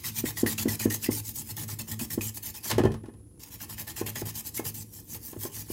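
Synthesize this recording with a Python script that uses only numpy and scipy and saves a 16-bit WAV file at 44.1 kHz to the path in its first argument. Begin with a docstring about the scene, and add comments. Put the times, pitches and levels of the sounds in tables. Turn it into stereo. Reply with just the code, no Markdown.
"""A small stiff brush scrubs to and fro over the solder side of a circuit board on a wooden bench.
Bristles flick off the joints and shake the board, which at some turns knocks on the bench.
Then, in a short pause, the board is shifted and rattles to rest over faint workshop noise.
The scrubbing returns softer and ends in slower strokes. Filtered random snaps make the bristles;
ringing modes make the board, damped swings the knocks, and coloured noise the workshop."""
import sys
import numpy as np
from scipy import signal
from scipy.fft import rfft, irfft
from scipy.io import wavfile
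from scipy.ndimage import uniform_filter1d

SR = 44100
rng = np.random.default_rng(int(sys.argv[2]) if len(sys.argv) > 2 else 0)


def master_out(mix):
    """Clip the mix to full scale and print it as 16-bit PCM to the path in sys.argv[1]."""
    frames = np.transpose(np.atleast_2d(mix))
    ceiling = np.clip(frames, -1, 1)
    pcm = np.round(ceiling * 32767).astype(np.int16)
    wavfile.write(sys.argv[1], SR, pcm)


N = 252252  # length in samples


def amp(db):
    """dB to gain."""
    return 10 ** (np.asarray(db) / 20)


def evened(x):
    """Scales to rms 1."""
    return x / np.sqrt(np.mean(x ** 2) + 1e-20)


def read(points, hz):
    """Reads a spectrum table at the frequencies hz, along a log frequency axis."""
    f, value = np.transpose(points)
    return np.interp(np.log(hz + 1), np.log(f + 1), value)


def coloured(x, points):
    """Filters x by a spectrum in dB."""
    gain = amp(read(points, np.fft.rfftfreq(N, 1 / SR)))
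    return irfft(rfft(x) * gain, N)


def band(x, lo_hz, hi_hz, order=2):
    """Band-pass."""
    return signal.sosfilt(signal.butter(order, [lo_hz, hi_hz], "band", fs=SR, output="sos"), x)


def below(x, hz):
    """Low-pass without delay."""
    return signal.sosfiltfilt(signal.butter(2, hz, fs=SR, output="sos"), x)


def wobble(lo_hz, hi_hz):
    """Slow random drift of rms 1, for modulating levels."""
    return evened(band(rng.standard_normal(N), lo_hz, hi_hz, order=1))


def flicks(per_s, spread_db):
    """Sparse snaps of random sign; a few are large."""
    size = amp(spread_db * np.minimum(rng.exponential(1, N), 5))
    sign = rng.choice([-1., 1.], N)
    return size * sign * (rng.random(N) < per_s / SR)


def ring(force, hz, t60_s):
    """Complex response of one damped mode to a force."""
    pole = np.exp((2j * np.pi * hz - np.log(1000) / t60_s) / SR)
    return signal.lfilter([1], [1, -pole], force)


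# colour of the workshop rumble: (pitch_hz, relative_level_db)
RUMBLE_COLOUR = [(15, -69), (25, 1), (97, -0.5), (135, -10), (248, -11.5), (286, -7.5), (323, -12),
                 (364, -12), (392, -23), (499, -16), (536, -30.5), (3200, -54.5), (8000, -43),
                 (10400, -96.5), (17600, -120)]
# likeness of left and right: (pitch_hz, correlation from 0 to 1)
EAR_LIKENESS = [(60, 0.89), (240, 0.98), (950, 0.7), (3770, 0.78), (15000, 0.67)]
RUMBLE_DB, HISS_DB = -50.5, -63.0
HISS_HZ, HISS_WIDTH_HZ = 10320, 1500


def workshop():
    """Wavering rumble, most alike at both ears in the bass, under a thin steady hiss."""
    shared, other = rfft(rng.standard_normal((2, N)))
    same = np.clip(read(EAR_LIKENESS, np.fft.rfftfreq(N, 1 / SR)), -1, 1)
    right = same * shared + np.sqrt(1 - same ** 2) * other
    rumble = evened(coloured(irfft(np.array([shared, right]), N), RUMBLE_COLOUR))
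    lo_hz, hi_hz = HISS_HZ - HISS_WIDTH_HZ / 2, HISS_HZ + HISS_WIDTH_HZ / 2
    hiss = evened(band(rng.standard_normal((2, N)), lo_hz, hi_hz, order=3))
    return rumble * amp(RUMBLE_DB + 2.5 * wobble(2.9, 13.5)) + hiss * amp(HISS_DB)


def room(x, t60_s=0.21):
    """A short diffuse tail, duller than the source and different at each ear except in the bass."""
    t = np.arange(round(.4 * SR)) / SR
    tail = rng.standard_normal((2, len(t))) * amp(-60 * t / t60_s) * (t > .004)
    tail[1] -= below(tail[1] - tail[0], 900)  # both ears share the bass
    tail = below(tail, 3700) + 0.57 * tail
    return signal.fftconvolve(x, tail / np.linalg.norm(tail[0]), axes=1)[:, :N]


# modes of the board on its bench: (pitch_hz, relative_level_db, t60_s, left_ahead_of_right_rad)
BOARD_MODES = [(73.8, -11.5, 0.14, -0.66), (106.6, -9, 0.53, 0.12), (156.5, -10.5, 0.22, 0.15),
               (218, -12, 0.35, 0.5), (298, -2, 0.15, 0.3), (341.6, -4.5, 0.082, 0.43), (405, -7, 0.25, -2),
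               (457.5, 0, 0.1, -3.8), (567, -12.5, 0.16, -1.05), (606, -12.5, 0.028, 0.1),
               (715, -2.5, 0.025, -4.5), (800, -3.5, 0.021, -1.5), (1084, -2, 0.017, 0.1),
               (1227, -5, 0.029, 2), (1456, -10.5, 0.016, 2.5), (1795, -1, 0.02, 4.5),
               (1960, -4.5, 0.011, -0.72), (2500, -11, 0.11, 3.5), (3060, 2, 0.0099, -2)]


def board(force):
    """Every mode rings from the force, radiating to left and right with its own phase offset."""
    out = np.zeros((2, N))
    for k, (hz, db, t60_s, phase) in enumerate(BOARD_MODES):
        turn = np.exp(.5j * phase * np.array([[1], [-1]]))
        sign = (-1) ** k  # neighbouring modes move in opposite sense
        out += sign * amp(db) * np.imag(ring(force, hz, t60_s) * turn)
    return out


# knocks of the board on the bench, levels relative within each layer:
# (start_s, force_db, spring_back_hz, slow_shove_db, bright_crack_db)
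BENCH_KNOCKS = [(.238, -15, 290, -29, -66), (.431, -8, 301, -26.5, -51), (0.457, -17.5, 279, -39, -55),
                (.655, -11.5, 290, -52, -56), (.673, -16, 271, -26, -67), (.855, -8, 298, -26, -53.5),
                (.874, -16.5, 288, -54, -81), (1.087, -10, 296, -28, -53), (2.011, -26, 231, -54, -59),
                (2.176, -14, 300, -27.5, -60.5), (2.703, -28.5, 390, -32, -26),
                (2.7131, -42, 340, -33, -20.5), (2.729, -29, 190, -29.5, -52), (2.748, -50, 234, -25, -53),
                (2.781, -8, 403, -26, -29), (2.792, -14.5, 392, -21, -34.5), (2.802, -13.5, 298, -37, -75),
                (2.836, -11, 346, -14.5, -37), (2.852, -7, 360, -29, -36), (2.87, -19, 384, -20, -75),
                (2.906, -29, 336, -26.5, -54), (2.919, -35, 409, -41, -42.5),
                (2.941, -31.5, 474, -25.5, -43), (3.036, -30.5, 304, -50, -60), (3.058, -40, 285, -40, -54),
                (3.083, -28.5, 299, -56, -60), (3.138, -47.5, 227, -43, -61), (4.012, -17, 340, -36, -46),
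                (4.217, -22.5, 338, -28.5, -46), (4.593, -20.5, 330, -42, -42.5),
                (4.652, -38, 356, -32, -38.5), (5.145, -44.5, 330, -84, -39.5),
                (5.329, -33.5, 336, -56, -46.5), (5.362, -28, 325, -33.5, -66),
                (5.45, -24.5, 335, -63, -50), (5.7, -23.5, 318, -34, -58)]
SWINGS = 0.92  # decay of the spring-back, in cycles
RATTLE_DB = -5  # against the mean of force and crack


def knocks():
    """The bench gives and springs back for a few swings; loose parts rattle and the edge cracks."""
    thud, shove, rattle = np.zeros((3, N))
    crack, t = np.zeros((2, N)), np.arange(4000) / SR
    loose = evened(band(flicks(1500., 3.3), 370, 1470, order=1))
    for s, db, hz, shove_db, crack_db in BENCH_KNOCKS:
        start = round(s * SR)
        span = slice(start, start + len(t))
        kept = len(thud[span])
        turns = hz * t
        wave = np.sin(2 * np.pi * turns)
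        wave += 0.19 * np.sin(2 * np.pi * 1.744 * turns)  # a woody overtone rides on it
        swing = np.tanh(turns ** 2 / 0.74) * np.exp(-(turns / SWINGS) ** 0.87)
        thud[span] -= (amp(db) * wave * swing)[:kept]
        shove[span] += (amp(shove_db) * np.exp(-((t - .004) / 0.0017) ** 2))[:kept]
        rattle_db = (db + crack_db) / 2 + RATTLE_DB - 60 * t / 0.06
        rattle[span] += (amp(rattle_db) * np.minimum(t / 0.0044, 1))[:kept] * loose[span]
        # a sharp edge, a short body and a long faint tail
        fade = amp(0.5 - 60 * t / 0.003) + amp(-60 * t / 0.034) + amp(-7.0 - 60 * t / 0.15)
        burst = rng.standard_normal((2, len(t))) * fade
        crack[:, span] += amp(crack_db) * burst[:, :kept]
    force = amp(-46.0) * thud + amp(-35.5) * shove + amp(-27) * rattle  # shares that go into the board
    heard = amp(8.5) * thud + amp(-10.5) * rattle
    heard = np.array([np.roll(heard, shift=4), heard])  # nearer to the right ear: left is 4 samples late
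    return force, heard + amp(2.5) * band(crack, 810, 6100, order=1)


# the tuft catches on a row of pins and the board sings where it is pressed: (start_s, level_db, pitch_hz)
PIN_CATCHES = [(0.0403, -30, 2010), (0.2555, -27, 1980), (0.3695, -29, 1960), (0.4613, -20, 1894),
               (0.5806, -24.5, 2640), (0.6829, -28, 1984), (.7976, -31.5, 2480), (0.824, -32.5, 1860),
               (0.9033, -29.5, 1884), (1.039, -30.5, 2690), (1.061, -30.5, 2000), (1.116, -34, 2060),
               (1.574, -38, 1820), (1.577, -38.5, 830), (1.685, -41.5, 1840), (1.689, -35, 1060),
               (1.793, -36.5, 2650), (1.9142, -38, 1870), (1.994, -33, 2610), (2.102, -36, 1846),
               (2.2085, -27, 2500), (3.604, -38, 1610), (3.696, -50, 1820), (3.78, -36, 1840),
               (3.8788, -37, 1755), (3.963, -45, 1870), (4.065, -44.5, 1760), (4.1574, -30, 1940),
               (4.576, -32, 2150)]
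SLIPS_T60_S = 0.083


def catches():
    """A quick run of slips gives a dry scratch and a ring at the pitch of the place."""
    out, t = np.zeros((2, N)), np.arange(5000) / SR
    for s, db, hz in PIN_CATCHES:
        fade = amp(-60 * t / SLIPS_T60_S) * np.minimum(t / 0.0016, 1)
        slips = rng.standard_normal((2, len(t))) * fade
        slips[1] += 1.4 * slips[0]  # the ears share part of the slips
        song = ring(slips, hz, 0.029).real
        scratch = band(slips, 700, 5000, order=1) * amp(-60 * t / 0.051)
        sound = song / abs(song).max() + amp(-4.0) * scratch / abs(scratch).max()
        at = round(s * SR)
        out[:, at:at + len(t)] += amp(db) * sound[:, :N - at]
    return out


# the tuft drags over a tall row of joints and the brushing surges: (peak_s, above_sweep_db)
TALL_ROWS = [(0.191, 5.5), (.63, 3), (0.946, 8.5), (1.044, 4), (1.292, 5), (1.51, 1.5), (1.919, 9.5),
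             (2.134, 5.5), (2.373, 8.5), (2.464, 6.5), (2.701, 7.5), (3.435, 11.5), (3.699, 5.5),
             (4.067, 4.5), (4.293, 7), (4.39, 1.5), (4.47, 5.5), (4.571, 7), (4.681, 4.5), (5.26, 3.5),
             (5.433, 6)]
SURGE_RISE_S, SURGE_FALL_S = 0.0074, 0.013


def surges():
    """Extra level in dB: a quick rise and a slower fall at each tall row."""
    s, db = np.transpose(TALL_ROWS)
    times = np.array([s - SURGE_RISE_S, s, s + SURGE_FALL_S]).T.ravel()
    levels = np.array([0 * db, db, 0 * db]).T.ravel()
    return np.interp(np.arange(N) / SR, times, levels)


# one row a stroke of the brush: (start_s, speeding_up_s, sweep_s, relative_level_db)
BRUSH_STROKES = [(0.029, 0.019, 0.049, -37), (0.137, 0.03, 0.04, -35.5), (0.242, 0.018, 0.047, -34.5),
                 (0.356, 0.02, 0.042, -33.5), (0.458, 0.0092, .066, -31), (0.575, 0.0061, 0.052, -30.5),
                 (0.678, 0.0063, 0.07, -31.5), (0.787, 0.0092, 0.057, -31), (0.895, 0.0068, 0.062, -32.5),
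                 (1.004, 0.028, 0.038, -33.5), (1.099, 0.014, 0.089, -32.5), (1.226, 0.029, 0.063, -39),
                 (1.334, 0.025, 0.061, -36), (1.451, 0.047, 0.021, -37.5), (1.563, 0.0052, 0.075, -37),
                 (1.676, 0.0061, 0.058, -38), (1.786, 0.0026, 0.03, -36), (1.869, 0.014, 0.06, -40),
                 (1.988, 0.0048, 0.059, -36.5), (2.098, 0.0071, 0.044, -35), (2.206, 0.0078, 0.083, -35),
                 (2.335, 0.0097, 0.042, -41.5), (2.421, 0.0088, 0.076, -39), (2.537, 0.0059, 0.039, -40.5),
                 (2.624, 0.021, 0.07, -35.5), (3.392, 0.0039, 0.094, -50.5), (3.5, 0.018, 0.041, -47.5),
                 (3.587, 0.028, 0.033, -44.5), (3.682, 0.019, 0.044, -45.5), (3.766, 0.023, 0.034, -40.5),
                 (3.866, 0.0093, 0.042, -41.5), (3.956, 0.011, 0.046, -39.5), (4.056, 0.009, 0.035, -39.5),
                 (4.147, 0.01, 0.061, -40.5), (4.251, 0.0051, 0.052, -39), (4.336, 0.021, 0.052, -36),
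                 (4.434, 0.022, 0.036, -38), (4.537, 0.01, 0.054, -37.5), (4.637, 0.015, 0.048, -36.5),
                 (4.739, 0.0054, 0.082, -40.5), (4.909, 0.03, 0.065, -46), (5.063, .044, 0.063, -41),
                 (5.2, 0.036, 0.084, -44), (5.376, 0.037, 0.064, -40), (5.511, 0.036, 0.073, -40),
                 (5.67, 0.054, .012, -37)]
SLOWING_S, SLOWING_SHARE = 0.0077, 0.14  # stopping time, plus a share of the time to the next stroke
LINGER_S = .1  # most of that time that counts
MIDDLE_DB, END_DB = -1.37, -2.1  # the sweep halfway and at its end, against its start
TURN_DB, TURN_SHARE = -34.5, 0.59  # hush at a turn = dB + share of the softer stroke's dB
LIFTED_DB, LIFTED_AFTER_S = -14, .3  # deeper hush when a long gap lifts the brush off
# a stroke slow to speed up swells more in its middle and starts from less of a hush
ARCH_DB_PER_S, SHALLOW_DB_PER_S = 71, 78


def motion():
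    """Relative bristle level in dB: speed up, sweep, slow down, hush at the turn."""
    s, rise, sweep, level = np.transpose(BRUSH_STROKES)
    swept = s + rise + sweep
    following = np.append(s[1:], N / SR + SLOWING_S)
    gap = following - swept
    stop = np.minimum(swept + SLOWING_S + SLOWING_SHARE * np.minimum(gap, LINGER_S), following)
    hush = TURN_SHARE * np.minimum(level, np.roll(level, shift=-1)) + TURN_DB
    hush += LIFTED_DB * (gap > LIFTED_AFTER_S)
    hush += SHALLOW_DB_PER_S * np.roll(rise, shift=-1)
    times = np.array([s, s + rise, swept - sweep / 2, swept, stop]).T.ravel()
    middle = level + MIDDLE_DB + ARCH_DB_PER_S * rise
    levels = np.array([np.roll(hush, shift=1), level, middle, level + END_DB, hush]).T.ravel()
    return np.interp(np.arange(N) / SR, np.maximum.accumulate(times), levels) + surges()


BITE_DB, BITE_S = 4, 0.013  # extra force at the start of a stroke, and its decay


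def bite():
    """Extra force in dB as the tuft first bites, dying away after each stroke has started."""
    s, t = np.transpose(BRUSH_STROKES)[0], np.arange(N) / SR
    latest = s[np.maximum(np.searchsorted(s, t) - 1, 0)]
    return BITE_DB * np.exp(-abs(t - latest) / BITE_S)


# balance of the brush sound, relative levels of fine tips, stiff shafts, scrape into the board
# and push into the bench: (time_s, tips_db, shafts_db, scrape_db, push_db)
BRUSH_BALANCE = [(0, 1.5, 12.5, -26, -0.5), (.35, -4, 3.5, -15.5, -5.5), (.8, -7, 3.5, -18, -3.5),
                 (1.051, -6, 3.5, -25, -5.5), (1.3, -5.5, -2, -27, -11), (1.6, -3.5, 4, -14, 0),
                 (2.0, -4, 2.5, -14.5, 0.5), (2.35, -2.5, 1.5, -24, -9.5), (2.681, -5, 6.5, -10, -14),
                 (3.419, -4.5, 7, -17, -34), (3.62, 0.5, 10.5, -11.5, 5), (3.85, -0.5, 8.5, -7, -7),
                 (4.15, -1, 10.5, -6, 3), (4.4, -6.5, 0.5, -21, -9.5), (4.7, -1, 2.5, -22, -2),
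                 (5.0, -5, -1.5, -19, -3.5), (5.3, -1.5, 0, -19.5, -3.5), (5.701, -4, 4.5, -15.5, -5)]


def balance():
    """The four relative levels at every sample."""
    s, *columns = np.transpose(BRUSH_BALANCE)
    return [np.interp(np.arange(N) / SR, s, db) for db in columns]


def scrape(level_db):
    """Uneven snaps of the bristles against the joints, as a force into the board."""
    grit = evened(band(flicks(1500., 3.9), 650, 5800))
    return grit * amp(level_db + 4.33 * wobble(10, 96) - 28.0)


def push(level_db):
    """The low, smoothed push of the strokes, as a force into the board on its bench."""
    rumble = evened(band(rng.standard_normal(N), 65, 205))
    return rumble * amp(uniform_filter1d(level_db, 500) - 46.0)


def patchy(x, depth_db):
    """Narrow bands swell and sink as the brush covers other parts of the board."""
    hz, t, z = signal.stft(x, SR, nperseg=512, noverlap=384)
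    field = rng.standard_normal((len(t), len(hz)))
    field = uniform_filter1d(field, size=12, axis=0)  # smooth in time
    field = evened(uniform_filter1d(field, size=3, axis=1)).T  # and in pitch
    return signal.istft(z * amp(depth_db * field), SR, nperseg=512, noverlap=384)[1][:, :N]


# colour of the bristles: (pitch_hz, relative_level_db)
BRISTLE_COLOUR = [(180, -110), (300, -35), (689, -41.5), (856, -15), (1360, -27), (1930, -17.5),
                  (2250, -16), (3700, -15.5), (4440, -12.5), (5250, -10), (7570, -5.5), (9390, -8.5),
                  (13800, -2), (16000, -7.5)]


def bristles(level_db, tips_db, shafts_db, kinds=32):
    """Thousands of tips snap free; each kind rings briefly and reaches the ears by its own path."""
    snaps, kind, t = flicks(9000., 1.7), rng.integers(0, kinds, N), np.arange(300) / SR
    out = np.zeros((2, N))
    for k in range(kinds):
        path = rng.standard_normal((2, len(t))) * amp(-60 * t / 0.0067)
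        path /= np.linalg.norm(path, axis=1, keepdims=True)
        out += signal.oaconvolve((snaps * (kind == k))[None], path, axes=1)[:, :N]
    out = evened(patchy(coloured(out, BRISTLE_COLOUR), 3.76))
    low, to_middle = below(out, 4530), below(out, 9200)
    rows_db = level_db + 4.5 + wobble(25, 100)  # rows of solder joints pass under the brush unevenly
    speed_db = level_db - level_db.max()
    tips = (out - to_middle) * amp(0.025 * speed_db + 3.5)  # the finest fizz dies first as the brush slows
    parts = (low, shafts_db), (to_middle - low, 0), (tips, tips_db)
    return sum(part * amp(rows_db + db + 0.15 * wobble(7.5, 100)) for part, db in parts)


def scene():
    """Brush, board and knocks in the room, over the workshop."""
    level_db, (tips_db, shafts_db, scrape_db, push_db) = motion(), balance()
    force_db = level_db + bite()
    brush_force = scrape(force_db + scrape_db) + push(force_db + push_db)
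    knock_force, knock_sound = knocks()
    near = bristles(level_db, tips_db, shafts_db) + catches()
    near += board(knock_force + brush_force) + knock_sound
    return near + amp(-11.5) * room(near) + workshop()


EDGE_HZ = 15850


def record(dry):
    """The deepest bass is thinned and the treble ends at a steep edge."""
    thinned = signal.sosfilt(signal.butter(3, 60, "high", fs=SR, output="sos"), dry)
    edge = signal.firwin(511, EDGE_HZ, window=("kaiser", 9), fs=SR)
    return signal.oaconvolve(thinned, edge[None], "same")


dry = scene()
out = record(dry)
master_out(out)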